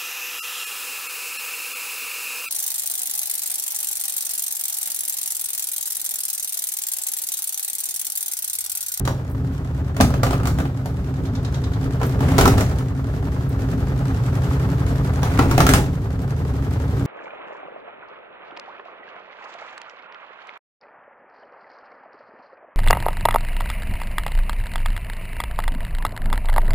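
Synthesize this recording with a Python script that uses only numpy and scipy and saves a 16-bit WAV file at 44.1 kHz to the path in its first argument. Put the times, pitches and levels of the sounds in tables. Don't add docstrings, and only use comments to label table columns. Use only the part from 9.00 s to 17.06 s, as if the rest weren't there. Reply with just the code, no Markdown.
import sys
import numpy as np
from scipy import signal
from scipy.fft import rfft, irfft, next_fast_len
from scipy.io import wavfile
from scipy.ndimage import uniform_filter1d, map_coordinates

SR = 44100
rng = np.random.default_rng(int(sys.argv[2]) if len(sys.argv) > 2 else 0)


def store_wav(level_fs):
    pcm = np.round(np.clip(np.atleast_2d(level_fs), -1, 1) * 32767)
    wavfile.write(sys.argv[1], SR, pcm.T.astype(np.int16))


N = 355446
TIME = np.arange(N) / SR


def amp(db):
    return np.exp(np.asarray(db) * (np.log(10) / 20))


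def unit(x):
    return x / np.sqrt(np.mean(x ** 2) + 1e-20)


def along(points, hz):
    frequency, value = np.transpose(points)
    return np.interp(np.log(hz + 1), np.log(frequency + 1), value)


def curves(rows):
    s, *columns = np.transpose(rows)
    return [np.interp(TIME, s, column) for column in columns]


def wobble(rate):
    return map_coordinates(rng.standard_normal(4096), [TIME * rate], mode="wrap")


def filtered(x, response):
    m = next_fast_len(N + SR // 2, True)
    return irfft(rfft(x, m) * response(np.fft.rfftfreq(m, 1 / SR)), m)[..., :N]


# (frequency [Hz], correlation [-1 to 1])
MICROPHONE_LIKENESS = [(60, .99), (130, 0.99), (290, 0.93), (640, 0.89), (1400, 0.45), (3100, 0.083),
                       (12000, 0.016)]
LEFT_LEADS_S = .00018


def spread(pair, gain=lambda hz: 1):
    m = next_fast_len(N + 8192, True)
    hz = np.fft.rfftfreq(m, 1 / SR)
    alike = np.clip(along(MICROPHONE_LIKENESS, hz), -1, 1)
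    shares = np.sqrt([(1 + alike) / 2, (1 - alike) / 2])
    mid, side = rfft(pair, m) * (gain(hz) * shares)
    late = np.exp(-2j * np.pi * hz * LEFT_LEADS_S)
    return irfft(np.array([mid + side, (mid - side) * late]), m)[:, :N]


def noise(spectrum):
    white = rng.standard_normal((2, N))
    return unit(spread(white, lambda hz: amp(along(spectrum, hz))))


def blows(times, db):
    samples = np.clip(np.asarray(times) * SR, 0, N).astype(int)
    return np.bincount(samples, amp(db), N + 1)[:N]


def bursts(times, db, attack, t60):
    t = TIME[:SR // 2]
    shape = (1 - np.exp(-t / attack)) * amp(-60 * t / t60)
    return signal.oaconvolve(blows(times, db), shape)[:N]


# (frequency [Hz], t60 [s])
ROOM_DECAY = [(200, 0.71), (1000, 0.22), (4000, 0.29), (9000, 0.26), (16000, 0.29)]


def in_room(x, wet_db):
    count = 9
    grains = rng.standard_normal((count, 2, SR // 2))
    hz, t, z = signal.stft(grains, SR, nperseg=256)
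    decay = amp(-60 * t / along(ROOM_DECAY, hz)[:, None]) * (1 - np.exp(-t / 0.00093))
    tails = signal.istft(z * decay, SR, nperseg=256)[1]
    echo = np.zeros((2, N + SR))
    for part, tail in zip(np.array_split(np.arange(N), count), tails):
        answer = signal.fftconvolve(x[:, part], tail / np.linalg.norm(tail[0]), axes=1)
        echo[:, part[0]:part[0] + answer.shape[1]] += answer
    return x + amp(wet_db) * spread(echo[:, :N])


# (time [s], speed [turns/s])
DRUM_SPEED = [(0, 10.03), (1.4, 9.96), (2.4, 10.39), (3, 10.62), (3.6, 10.41), (4.2, 10.97), (4.8, 10.79),
              (5.6, 11.16), (6.4, 11.31), (7.2, 11.43), (8.06, 11.74)]


def drum_turns():
    return .25 + np.cumsum(curves(DRUM_SPEED)[0]) / SR


# (start time [s], imbalance [dB], growth [dB/s])
LOAD_BUILDUPS = [(0, -4, 1.5), (1.7, -4, 4.5), (3.8, -2, 4), (6.87, -1.84, 4)]
MOST_IMBALANCE_DB, RESETTLE_S = 4.5, 0.21


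def imbalance():
    db = np.zeros(N)
    for start, first_db, growth in LOAD_BUILDUPS:
        db = np.where(TIME >= start, first_db + growth * (TIME - start), db)
    return uniform_filter1d(np.minimum(db, MOST_IMBALANCE_DB), size=int(RESETTLE_S * SR))


DRONE_DB, DRONE_GROWS = -21.5, 0.65
NOD_HZ, NOD_CREST_S, NOD_DB, NOD_FADE_S = 2.65, 0.057, 4, 0.83
KICK_DB, KICK_T60_S = -6.5, 0.34


def shaking(imbalance_db, lurch, hits):
    s, _, _, boom_db = hits
    nod_db = NOD_DB * np.exp(-TIME / NOD_FADE_S) * np.cos(2 * np.pi * NOD_HZ * (TIME - NOD_CREST_S))
    steady = amp(DRONE_DB + DRONE_GROWS * imbalance_db + nod_db)
    kicks = bursts(s, boom_db + KICK_DB, attack=0.028, t60=KICK_T60_S)
    return 10 * np.log10(steady ** 2 + lurch ** 2 + kicks ** 2)


# (frequency [Hz], width [Hz], relative level [dB])
CABINET_MODES = [(59.3, 16.2, -2.5), (67.85, 11.3, 1), (76.8, 11, -1), (109.2, 15.9, 1),
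                 (129.76, 16.4, 2.5), (160.5, 25.3, -7), (245, 18.3, -14), (266.5, 23.7, -8),
                 (398, 127, -19.5)]


def cabinet(force):
    def mode(f, centre, width):
        damping = 1j * f * width
        return damping / (centre * centre - f * f + damping)

    def modes(f):
        return sum(amp(db) * mode(f, centre, width) ** 2 for centre, width, db in CABINET_MODES)
    return filtered(force, modes)


THROB_HZ, THROB_PLACE, THROB_DB = 89, 0.48, 1.5


def drone(turns, level_db, loose):
    orders = np.arange(2, 42)
    angle = np.linspace(0, 1, 2048)
    phases = rng.random((len(orders), 1))
    one_turn = np.cos(2 * np.pi * (orders[:, None] * angle + phases)).sum(0)
    regular = unit(cabinet(np.interp(turns % 1, angle, one_turn)))
    # (frequency [Hz], relative level [dB])
    rough = [(20, 21), (38, -13), (58, -0.5), (280, 1.5), (330, -3.5), (430, -3.0), (900, 3), (3000, -32)]
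    rocking = unit(cabinet(noise(rough)))
    boom = np.sqrt(1 - loose) * regular + np.sqrt(loose) * rocking
    power = uniform_filter1d(uniform_filter1d(np.mean(boom ** 2, axis=0), size=2600), size=1300)
    boom = boom / np.sqrt(np.abs(power) + 1e-6)
    deep = filtered(boom, lambda hz: 1 / (1 + (hz / THROB_HZ) ** 12))
    throb = unit(amp(THROB_DB * np.cos(2 * np.pi * (turns - THROB_PLACE))))
    return amp(level_db) * (boom - deep + throb * deep)


def each_turn(turns, places, level_db):
    place, db = np.transpose(places)
    due = (np.arange(int(turns[-1]) + 1)[:, None] + place).ravel()
    late, stray_db = (rng.standard_normal((len(due), 2)) * [.002, 2.4]).T
    times = np.interp(due, turns, TIME, right=2 * TIME[-1]) + late
    levels = np.interp(times, TIME, level_db) + np.resize(db, len(due)) + stray_db
    return times, levels


# (place in the turn [0-1], relative level [dB])
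DAMPER_KNOCKS = [(.16, -8), (.23, -3.5), (.35, -6), (0.731, 0)]
# (frequency [Hz], relative level [dB per Hz])
CHURN_COLOUR = [(150, -32), (300, -1), (410, 0), (600, -3), (800, -4), (1000, -7.5), (1300, -6.5),
                (1800, -13), (2500, -23), (5000, -31.5), (10000, -44), (16000, -38)]


def churn(turns, level_db):
    swing_db = 2.8 * np.cos(2 * np.pi * (turns - .26))
    rumble = amp(level_db + 2.5) * unit(amp(swing_db + 1.2 * wobble(170)))
    knocks = bursts(*each_turn(turns, DAMPER_KNOCKS, level_db + 10.5), attack=.0012, t60=.06)
    return np.hypot(rumble, knocks) * noise(CHURN_COLOUR) * amp(-0.98)


# (frequency [Hz], relative level [dB per Hz])
HISS_COLOUR = [(1200, 4.5), (2500, -0.5), (5000, -5.5), (7500, -8), (10300, -14), (12500, -7.5),
               (16000, -20)]


def swish(turns, level_db):
    hiss_db = 2.4 * np.cos(2 * np.pi * (turns - .03)) + 2.1 * wobble(30)
    return amp(level_db + hiss_db - 4.5) * noise(HISS_COLOUR)


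# (place in the turn [0-1], relative level [dB])
LOOSE_FITTINGS = [(0.022, 5.5), (.18, -18), (.39, -28.5), (.72, 4.5), (0.899, 1)]
# (frequency [Hz], relative level [dB per Hz])
TICK_COLOUR = [(500, -24), (1500, 8.5), (3000, -0.5), (5500, -2.5), (7500, -3.5), (10000, -8.5),
               (12500, -12), (16000, -25.5)]


def ticks(turns, level_db):
    due = each_turn(turns, LOOSE_FITTINGS, level_db + 1.5)
    return bursts(*due, attack=0.00074, t60=0.023) * noise(TICK_COLOUR)


# (time [s], relative strength [dB], hardness as crack over strength [dB])
HARD_BLOWS = [(0.0517, -31, 10), (0.0756, -18, -1), (0.9657, -29.5, 6.5), (1.0084, -11, 4.5),
              (1.1394, -22.5, -4), (1.2321, -14, 1), (1.2656, -23.5, 0), (1.3076, -25, 3),
              (1.3316, -22.5, -5), (1.3994, -33, -5), (1.4547, -24.5, 4), (1.4714, -23, 6),
              (1.5862, -24, -2), (1.6012, -21, -7), (1.6532, -26, -20), (1.8579, -28.5, 1.5),
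              (3.014, -21, -11), (3.0313, -21, -3.5), (3.2056, -23, -4), (3.3814, -14.5, 6.5),
              (3.387, -10, 0), (3.4103, -11.5, 1.5), (3.455, -9.5, -0.5), (3.4772, -14.5, 4),
              (3.58, -22.5, 5.5), (3.6073, -26, 10), (3.7128, -33, 1), (3.785, -36, 9), (6.2303, -20, 1.5),
              (6.3903, -9, -13.5), (6.5116, -16, -0.5), (6.5786, -13.5, 3), (6.6033, -9, 0.5),
              (6.666, -13.5, 5), (6.6902, -13.5, 9), (6.7362, -11.5, 8.5)]
# (time [s], relative boom level [dB])
TUB_THUDS = [(1.002, -5.5), (3.386, -14.5), (6.58, -10.5)]
THUD_CRACK_DB, THUD_CLANK_DB = -20, -7
BOOM_DB, BOOM_GROWS, USUAL_BLOW_DB = -23.5, 0.45, -20
KNOCKS_PER_S, KNOCK_DB, KNOCK_SCATTER_DB, KNOCK_HARDNESS_DB = 7, -27, 3, 0


def contacts():
    count = int(KNOCKS_PER_S * N / SR)
    chance = rng.random((256, 2))[:count]
    times = (np.arange(count) + chance[:, 0]) / KNOCKS_PER_S
    within = np.any([(times > start + rise) & (times < end) for start, rise, end, _ in MACHINE_LURCHES], axis=0)
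    strength_db = KNOCK_DB + KNOCK_SCATTER_DB * (2 * chance[:, 1] - 1)
    knocks = np.c_[times, strength_db, np.full(count, KNOCK_HARDNESS_DB)]
    rows = []
    for s, db, hardness_db in [*HARD_BLOWS, *knocks[within]]:
        boom_db = BOOM_DB + BOOM_GROWS * (db - USUAL_BLOW_DB)
        rows.append((s, db + hardness_db, db, boom_db))
    rows += [(s, db + THUD_CRACK_DB, db + THUD_CLANK_DB, db) for s, db in TUB_THUDS]
    return np.transpose(rows)


def strikes(times, db, spectrum, t60, tint_db):
    size = SR // 8
    t, hz = TIME[:size], np.fft.rfftfreq(size, 1 / SR)
    knots = np.geomspace(100, 16000, 26)
    out = np.zeros((2, N + size))
    for s, level in zip(times, db):
        tint = along(np.c_[knots, tint_db * rng.standard_normal(len(knots))], hz)
        grains = rfft(rng.standard_normal((2, size)))
        hit = irfft(grains * amp(along(spectrum, hz) + tint), size)
        hit = hit * (1 - np.exp(-t / 0.00035)) * amp(-60 * t / t60)
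        out[:, int(s * SR):][:, :size] += amp(level) * unit(hit) * np.sqrt(t60)
    return spread(out[:, :N])


# (frequency [Hz], relative level [dB per Hz])
CRACK_COLOUR = [(400, -28), (1500, 6), (2600, -1.5), (4000, -1), (7000, -2), (10000, -7), (14000, -8),
                (16000, -9)]
# (frequency [Hz], relative level [dB per Hz])
CLANK_COLOUR = [(300, 2.5), (600, -3), (830, 3.5), (1050, -2.5), (1270, 0.5), (1800, -10.5), (3000, -16),
                (8000, -32.5)]
# (frequency [Hz], relative level [dB per Hz])
BOOM_COLOUR = [(28, -22), (50, -4), (130, -3), (280, -2.5), (330, -4.5), (520, -3.5), (750, -10.5),
               (1300, -27), (3000, -59)]
# (frequency [Hz], relative level [dB], t60 [s])
PANEL_MODES = [(277, 6, .25), (385, -3, .08), (470, 1, .07), (550, -3, .05), (690, -4, .05), (820, 0, .07),
               (960, -4, .05), (1200, 3, .07), (1340, -1, .05), (1830, -7, .05)]


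def bangs(hits):
    s, crack_db, clank_db, boom_db = hits
    crack = strikes(s, crack_db - 7.0, CRACK_COLOUR, t60=0.026, tint_db=-1.5)
    clank = strikes(s, clank_db + 0.5, CLANK_COLOUR, t60=0.044, tint_db=2.5)
    boom = strikes(s, boom_db - 4, BOOM_COLOUR, t60=0.039, tint_db=4.5)
    t = TIME[:SR // 2]
    ring = np.zeros(N)
    for hz, db, t60 in PANEL_MODES:
        drive_db = boom_db if hz < 750 else clank_db
        stray_db = 2 * rng.standard_normal(len(s))
        pushes = blows(s, drive_db + db - 18.5 + stray_db)
        tone = np.sin(2 * np.pi * hz * t) * amp(-60 * t / t60)
        ring += signal.oaconvolve(pushes, tone)[:N]
    return in_room(crack, wet_db=-0.5) + in_room(clank + boom + ring, wet_db=-1.5)


# (time [s], relative level [dB])
METAL_CLINKS = [(0.2982, -40), (0.3122, -36), (3.0514, -35), (3.0654, -27.5), (4.4912, -34), (7.22, -39)]
# (frequency [Hz], relative level [dB per Hz])
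CLINK_COLOUR = [(5000, -22), (7600, -12), (8400, 2), (10300, -8), (12600, 3), (14300, -2), (16000, -6)]


def clinks():
    s, db = np.transpose(METAL_CLINKS)
    return bursts(s, db - 4.5, attack=.0005, t60=0.033) * noise(CLINK_COLOUR)


# (start time [s], rise [s], end time [s], added drone level [dB])
MACHINE_LURCHES = [(.97, 0.017, 1.6, -22.5), (3.12, 0.13, 3.6, -18), (6.152, 0.46, 6.78, -20)]
LURCH_RELEASE_S = .07


def lurching():
    strength = np.zeros(N)
    for start, rise, end, db in MACHINE_LURCHES:
        onset = np.clip((TIME - start) / rise, 0, 1)
        release = np.clip(1 - (TIME - end) / LURCH_RELEASE_S, 0, 1)
        strength += amp(db) * onset * release
    return strength


LURCH_SWAY_DB = -17


def sway(lurch):
    # (frequency [Hz], relative level [dB])
    deep = [(15, -30), (31, -22), (41, -9), (47, 11), (65, -27), (150, -80), (400, -120)]
    return amp(LURCH_SWAY_DB) * lurch * noise(deep)


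# (start time [s], end time [s], relative level [dB])
FOOT_SKIDS = [(1.255, 1.358, -34.5), (3.221, 3.627, -31.5), (6.247, 6.672, -34), (6.702, 6.787, -26)]
# (frequency [Hz], relative level [dB per Hz])
SKID_COLOUR = [(100, -7), (300, -5), (800, -1.5), (1400, -7), (2200, -10), (4000, -20.5), (8000, -23.5),
               (12000, -27.5), (16000, -31)]


def skids():
    gate = sum(amp(db) * (TIME > start) * (TIME < end) for start, end, db in FOOT_SKIDS)
    grit = unit(amp(4.8 * wobble(220)))
    return uniform_filter1d(gate, size=500) * grit * noise(SKID_COLOUR) * amp(-0.5)


# (frequency [Hz], relative level [dB per Hz])
CHAFE_COLOUR = [(1000, 1.5), (2800, -8), (3700, 0.5), (5000, -7), (7000, -7.5), (9000, -21), (16000, -32)]
CHAFE_PLACE, CHAFE_PEAK_S, CHAFE_DB, CHAFE_FADE_S = 0.906, 2.517, -25.5, 0.26


def chafes(turns):
    s = np.interp(np.arange(int(turns[-1])) + CHAFE_PLACE, turns, TIME)
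    pressure = np.exp(-((TIME - CHAFE_PEAK_S) / CHAFE_FADE_S) ** 2)
    scuffs = bursts(s, np.full(len(s), CHAFE_DB), attack=0.0018, t60=0.046)
    return pressure * scuffs * noise(CHAFE_COLOUR)


CHURN_DB, CHURN_GROWS = -41, 1
TICK_DB, TICK_GROWS = -44, 1.13
LURCH_CHURN_DB = -27
LOOSE, LURCH_LOOSE = 0.55, 0.34


def scene():
    turns, imbalance_db, lurch, hits = drum_turns(), imbalance(), lurching(), contacts()
    loose = np.clip(LOOSE + LURCH_LOOSE * lurch / lurch.max(), 0, 1)
    churn_gain = amp(CHURN_DB + CHURN_GROWS * imbalance_db) + amp(LURCH_CHURN_DB) * lurch
    churn_db = 20 * np.log10(churn_gain)
    tick_db = TICK_DB + TICK_GROWS * imbalance_db
    drone_db = shaking(imbalance_db, lurch, hits)
    body = drone(turns, drone_db, loose) + churn(turns, churn_db) + sway(lurch)
    rattle = in_room(ticks(turns, tick_db) + clinks() + skids() + chafes(turns), wet_db=-2.5)
    return body + swish(turns, tick_db) + rattle + bangs(hits)


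def record(dry):
    rounded = dry / (1 + np.abs(dry) ** 6) ** (1 / 6)
    return filtered(rounded, lambda hz: hz < 16050)


dry = scene()
out = record(dry)
store_wav(out)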